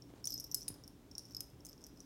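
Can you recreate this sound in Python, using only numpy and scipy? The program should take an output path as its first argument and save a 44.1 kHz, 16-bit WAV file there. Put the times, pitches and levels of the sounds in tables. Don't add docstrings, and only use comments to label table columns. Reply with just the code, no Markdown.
import sys
import numpy as np
from scipy import signal
from scipy.fft import rfft, irfft, next_fast_len
from scipy.io import wavfile
from scipy.ndimage import uniform_filter1d

SR = 44100
rng = np.random.default_rng(int(sys.argv[2]) if len(sys.argv) > 2 else 0)


def unload_audio(sound):
    columns = np.transpose(np.atleast_2d(sound))
    steps = np.round(np.clip(columns, -1, 1) * 32767)
    wavfile.write(sys.argv[1], SR, steps.astype(np.int16))


N = 90404


# frequency in Hz, relative density in dB.
RUMBLE_SPECTRUM = [(20, -39), (31, -10.5), (45, -3.5), (62, -2.5), (92, -7), (125, -5.5), (182, -5.5),
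                   (206, -11), (287, -2.5), (320, -8), (416, -12.5), (500, -16.5), (900, -23), (2000, -32),
                   (3500, -32.5), (4600, -45.5)]
# frequency in Hz, relative density in dB.
HISS_SPECTRUM = [(2500, -31), (3600, 4), (6000, 5), (9000, 0.5), (15500, 0.5)]
RUMBLE_DB, HISS_DB = -60, -75
# centre frequency in Hz, rms level in dB before it wavers.
HUM_TONES = [(60, -77), (120, -68.5), (181, -74.5), (290, -72), (413, -77.5)]
HUM_WANDER_HZ, HUM_WAVER_DB = 1.49, 2.5

# delay in seconds, level in dB relative to the direct sound.
REFLECTIONS = [(.0015, -15), (.00455, -12)]
ROOM_T60_S, ROOM_TREBLE_T60_S, ROOM_BUILD_S = 0.36, 0.22, 0.0017
ROOM_DB = -11

# middle in seconds, length in seconds, level in dB at the middle before it flutters.
RUSTLES = [(.1, .05, -70), (.19, .12, -70), (.76, .2, -72), (1.315, .03, -74)]
# frequency in Hz, relative density in dB.
RUSTLE_SPECTRUM = [(150, -24), (600, 4.5), (1100, 0.5), (2200, -9.5), (4000, -8), (9000, -14.5),
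                   (15000, -34)]
RUSTLE_FLUTTER_DB = 3.4

# start in seconds, level in dB, final pitch in Hz, t60 in seconds.
BUMPS = [(0.103, -51.5, 260, 0.028), (0.111, -62, 114, 0.028), (0.138, -46, 235, 0.027),
         (0.1708, -56, 198, 0.03), (0.7028, -44.5, 105.5, 0.14), (1.535, -54, 77, 0.29)]
BUMP_START_HZ, BUMP_FALL_S = 517, 0.0018
# frequency in Hz, relative density in dB.
PAT_SPECTRUM = [(100, 2), (400, 3), (750, 1), (1200, -11), (2200, -12), (6000, -30)]
PAT_DB, PAT_T60_S = -13.5, 0.012

# frequency in Hz, level in dB within its group, t60 in seconds before the ring factor.
TAG_MODES = [(5034, -2, .018), (5171, 0, 0.029), (5480, -3.5, 0.015), (5824, -1, .016), (6207, -3.5, 0.011),
             (6545, -6.5, 0.0091), (9686, -0.5, .014), (9796, -0.5, 0.02), (12200, 1, 0.014),
             (12400, -6.5, 0.0098)]
STRIKE_SPREAD_DB, DETUNE = 1.2, 0.005
SPOT_DB_PER_HZ = 0.25
RADIATION_HZ = 4950
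# frequency in Hz, relative density in dB.
CRACK_SPECTRUM = [(200, -51), (1000, -39), (2000, -23.5), (4200, -13), (5000, -8), (6700, 3), (7500, -3),
                  (8400, 3), (9300, -1), (10400, -9.5), (11500, -1), (13300, -4.5), (15000, -6.5),
                  (16000, -7.5)]
CRACK_T60_S, CRACK_DB, MODES_DB = 0.009, 0.5, -0.5
SCRAPE_DB = 1.5
CONTACT_S = 0.004

# start in seconds, end in seconds, typical low-mode level in dB before the modes' trim.
CHATTER = [(0.251, .37, -53.5), (0.375, 0.483, -64.5), (.55, 0.656, -67), (1.187, 1.343, -67),
           (1.649, 1.718, -66), (1.804, 1.9, -67.5), (1.957, 2.045, -70.5)]
CHATTER_PER_S, CHATTER_SPREAD_DB, CHATTER_RING = 140, 2, 0.79
CHATTER_MIDDLE_DB, CHATTER_TOP_DB, CHATTER_CRACK_DB = -28, -14, -11
CHATTER_LOW_HZ, CHATTER_HIGH_HZ = 4850, 5740

# start in seconds, low modes in dB, middle modes in dB, top modes in dB, crack in dB,
# ring length as a factor on t60, favoured low pitch in Hz.
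CONTACTS = [(0.0216, -55, -86, -82, -80, 0.82, 5600), (0.2423, -43, -73, -74, -55, 0.6, 5330),
            (0.2457, -45, -83, -80, -58, 0.68, 5530), (0.2547, -44.5, -42.5, -66, -45, 1.3, 5600),
            (0.2723, -36, -63, -63, -43.5, 0.67, 6010), (0.2783, -46, -69, -67, -62, 0.82, 5700),
            (0.2863, -55, -79, -75, -71, 0.67, 5090), (0.2969, -51, -86, -80, -69, 0.7, 5880),
            (0.3048, -42, -73, -46, -53.5, 1.2, 5400), (0.3101, -55, -85, -64, -75, 0.75, 5470),
            (0.3218, -43, -62, -52, -60, 0.96, 5470), (0.3283, -41, -73, -82, -64, 0.48, 5200),
            (0.3404, -38, -71, -44, -50.5, 1.7, 5100), (0.3574, -46.5, -84, -68, -71, 1.2, 5100),
            (0.3785, -45.5, -77, -69, -68, 0.53, 5700), (0.3853, -48.5, -70, -68, -70, 1, 5600),
            (0.3991, -43, -54, -47.5, -56, 0.96, 5550), (0.4054, -49.5, -62, -64, -54, 1.8, 5700),
            (0.4419, -50.5, -63, -49.5, -56.5, 0.67, 5410), (0.4442, -48.5, -65, -58, -78, 1.1, 5370),
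            (0.4655, -66, -88, -77, -83, 0.52, 5210), (0.5144, -44, -76, -71, -52, 2.4, 5650),
            (0.5227, -50, -78, -51, -82, 0.53, 5530), (0.5451, -32.5, -38, -38.5, -32.5, 1.4, 5270),
            (0.6082, -55, -62, -58.5, -72, 0.75, 5550), (0.6175, -49, -82, -78, -71, 0.75, 5600),
            (0.6225, -53.5, -72, -89, -67, 0.65, 5900), (0.6294, -51.5, -71, -71, -68, 0.51, 5980),
            (0.6808, -42.5, -35.5, -77, -46, 0.92, 5000), (0.6865, -75, -55, -48, -46, 0.75, 5470),
            (0.7411, -57, -80, -63, -73, 0.52, 5170), (0.8377, -55.5, -87, -70, -68, 0.57, 5460),
            (0.8432, -58, -92, -84, -82, 0.75, 5510), (0.8779, -54, -58.5, -60.5, -67, 0.52, 5454),
            (1.1136, -56, -78, -75, -69, 0.66, 5530), (1.1167, -59, -80, -81, -75, 0.54, 5430),
            (1.1524, -46.5, -76, -74, -69, 0.78, 5600), (1.1814, -41, -46.5, -62, -52, 0.55, 5570),
            (1.1939, -48.5, -80, -76, -61, 0.37, 5460), (1.2532, -58, -67.5, -75, -72, 0.75, 5530),
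            (1.3087, -59.5, -94, -71, -67, 0.75, 5440), (1.3192, -59, -85, -81, -69, 0.75, 5560),
            (1.3478, -41.5, -72, -58.5, -60, 0.49, 5310), (1.3671, -39, -72, -53, -64, 0.77, 5300),
            (1.4061, -41.5, -46.5, -44.5, -48.5, 0.55, 5160), (1.5005, -74, -85, -74, -69, 0.5, 5320),
            (1.6055, -62.5, -93, -79, -84, 0.81, 5460), (1.65, -52.5, -67, -78, -53.5, 1.1, 6140),
            (1.657, -60, -61, -68, -54, 1, 5430), (1.6664, -57, -65, -84, -52.5, 0.85, 5300),
            (1.6884, -55.5, -84, -64, -67, 0.75, 5290), (1.6951, -56.5, -85, -57, -77, 0.65, 5220),
            (1.7303, -55.5, -86, -82, -83, 0.31, 5395), (1.7787, -65, -95, -91, -82, 0.75, 5530),
            (1.8164, -73, -91, -92, -67, 0.75, 6187), (1.8403, -52, -85, -74, -64, 0.42, 5700),
            (1.8454, -58.5, -86, -80, -71, 0.75, 5400), (1.8667, -58, -66, -62.5, -60, 0.66, 5700),
            (1.9737, -63, -91, -75, -78, 0.67, 5300), (2.0042, -52, -63.5, -84, -73, 0.57, 5700)]
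# start in seconds, level in dB.
KNOCKS = [(0.272, -52), (.5452, -64), (0.6811, -48.5), (1.4067, -54)]
# frequency in Hz, relative density in dB.
KNOCK_SPECTRUM = [(100, -45), (700, -16), (1500, -8.5), (2300, -5.5), (3600, 1.5), (4500, 2.5), (7000, -9)]
KNOCK_T60_S = 0.0079

TOP_HZ = 16100


def undb(db):
    return 10 ** (np.asarray(db) / 20)


def unit(x):
    return x / np.sqrt(np.mean(x ** 2))


def struck(x):
    return x / np.sqrt(np.mean(x[:int(CONTACT_S * SR)] ** 2))


def fade(t, t60):
    return np.exp(-np.log(1000) * t / max(t60, 1e-4))


def colour(x, points):
    size = 2 * next_fast_len(len(x))
    hz, db = np.array(points, float).T
    f = np.maximum(np.fft.rfftfreq(size, 1 / SR), 1)
    gain_db = np.interp(np.log(f), np.log(hz), db)
    cepstrum = irfft(np.log(undb(gain_db)))
    cepstrum[1:size // 2] *= 2
    cepstrum[size // 2 + 1:] = 0
    response = np.exp(rfft(cepstrum))
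    return irfft(rfft(x, size) * response)[:len(x)]


def high_pass(hz):
    g = np.tan(np.pi * hz / SR)
    section = np.array([1, -2, 1, 1 + g + g * g, 2 * (g * g - 1), 1 - g + g * g]) / (1 + g + g * g)
    return np.array([section, section])


def add(out, start, x):
    i = int(np.clip(start * SR, 0, N - 1))
    out[i:i + len(x)] += x[:N - i]


def walk(rate):
    k = int(SR / rate)
    steps = np.repeat(rng.standard_normal(N // k + 1), k)
    return unit(uniform_filter1d(steps, k)[:N])


def ring_time():
    return np.arange(SR // 8) / SR


def background():
    rumble = undb(RUMBLE_DB) * unit(colour(rng.standard_normal(N), RUMBLE_SPECTRUM))
    hiss = undb(HISS_DB) * unit(colour(rng.standard_normal(N), HISS_SPECTRUM))
    hum = np.zeros(N)
    for hz, db in HUM_TONES:
        level = undb(db + HUM_WAVER_DB * walk(7))
        pitch = hz + HUM_WANDER_HZ * walk(7.93)
        hum += level * np.sqrt(2) * np.sin(2 * np.pi * np.cumsum(pitch) / SR)
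    return rumble + hiss + hum


def room(x):
    t = np.arange(SR // 2) / SR
    noise = rng.standard_normal(len(t))
    low = signal.sosfiltfilt(signal.butter(2, 8000 / (SR / 2), output="sos"), noise)
    decay = low * fade(t, ROOM_T60_S) + (noise - low) * fade(t, ROOM_TREBLE_T60_S)
    tail = decay * (1 - np.exp(-(t / ROOM_BUILD_S) ** 2))
    response = undb(ROOM_DB) * tail / np.sqrt(np.sum(tail ** 2))
    response[0] += 1
    for delay, db in REFLECTIONS:
        response[int(delay * SR)] += undb(db)
    return signal.fftconvolve(x, response)[:N]


def rustle():
    t = np.arange(N) / SR
    swell = sum(undb(db) * np.exp(-(2 * (t - middle) / length) ** 2) for middle, length, db in RUSTLES)
    flutter = undb(RUSTLE_FLUTTER_DB * walk(120))
    return swell * flutter * unit(colour(rng.standard_normal(N), RUSTLE_SPECTRUM))


def crack(points, t60):
    t = ring_time()[:SR // 32]
    scatter = rng.standard_normal(len(t)) * fade(t, t60)
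    burst = undb(SCRAPE_DB) * scatter / np.sqrt(np.sum(scatter ** 2))
    burst[0] += 1
    return struck(colour(burst, points))


def bumps():
    out, t = np.zeros(N), ring_time()
    for start, db, hz, t60 in BUMPS:
        pitch = hz + (BUMP_START_HZ - hz) * np.exp(-t / BUMP_FALL_S)
        thud = fade(t, t60) * np.sin(2 * np.pi * np.cumsum(pitch) / SR)
        add(out, start, undb(db) * thud)
        add(out, start, undb(db + PAT_DB) * crack(PAT_SPECTRUM, PAT_T60_S))
    return out


def contact(low_db, middle_db, top_db, crack_db, ring, favoured_hz):
    t = ring_time()
    modes = []
    for hz, db, t60 in TAG_MODES:
        level = undb(db + STRIKE_SPREAD_DB * rng.standard_normal())
        pitch = hz * (1 + DETUNE * rng.standard_normal())
        modes.append(level * fade(t, t60 * ring) * np.sin(2 * np.pi * pitch * t))
    modes = np.array(modes)
    modes[1::2] *= -1
    spot = undb(-SPOT_DB_PER_HZ * np.abs(np.array(TAG_MODES)[:6, 0] - favoured_hz))
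    low, middle, top = spot @ modes[:6], modes[6:8].sum(axis=0), modes[8:].sum(axis=0)
    levels = (low_db, middle_db, top_db)
    ringing = sum(undb(db + MODES_DB) * struck(group) for db, group in zip(levels, (low, middle, top)))
    out = signal.sosfilt(high_pass(RADIATION_HZ), ringing)
    add(out, 0, undb(crack_db + CRACK_DB) * crack(CRACK_SPECTRUM, CRACK_T60_S))
    return out


def chatter():
    out = np.zeros(N)
    for start, end, level_db in CHATTER:
        count = max(int((end - start) * CHATTER_PER_S), 1)
        for k in range(count):
            db = level_db + CHATTER_SPREAD_DB * rng.standard_normal()
            when = start + (end - start) * (k + rng.random()) / count
            hz = rng.uniform(CHATTER_LOW_HZ, CHATTER_HIGH_HZ)
            blow = contact(db, db + CHATTER_MIDDLE_DB, db + CHATTER_TOP_DB, db + CHATTER_CRACK_DB,
                           CHATTER_RING, hz)
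            add(out, when, blow)
    return out


def tag():
    out = np.zeros(N)
    for start, *blow in CONTACTS:
        add(out, start, contact(*blow))
    for start, db in KNOCKS:
        add(out, start, undb(db) * crack(KNOCK_SPECTRUM, KNOCK_T60_S))
    return out


def scene():
    sofa = rustle() + bumps()
    jingle = room(tag() + chatter())
    return (background() + sofa + jingle)[None]


def record(dry):
    return signal.sosfilt(signal.ellip(8, 0.2, 70, TOP_HZ, fs=SR, output="sos"), dry)


dry = scene()
out = record(dry)
unload_audio(out)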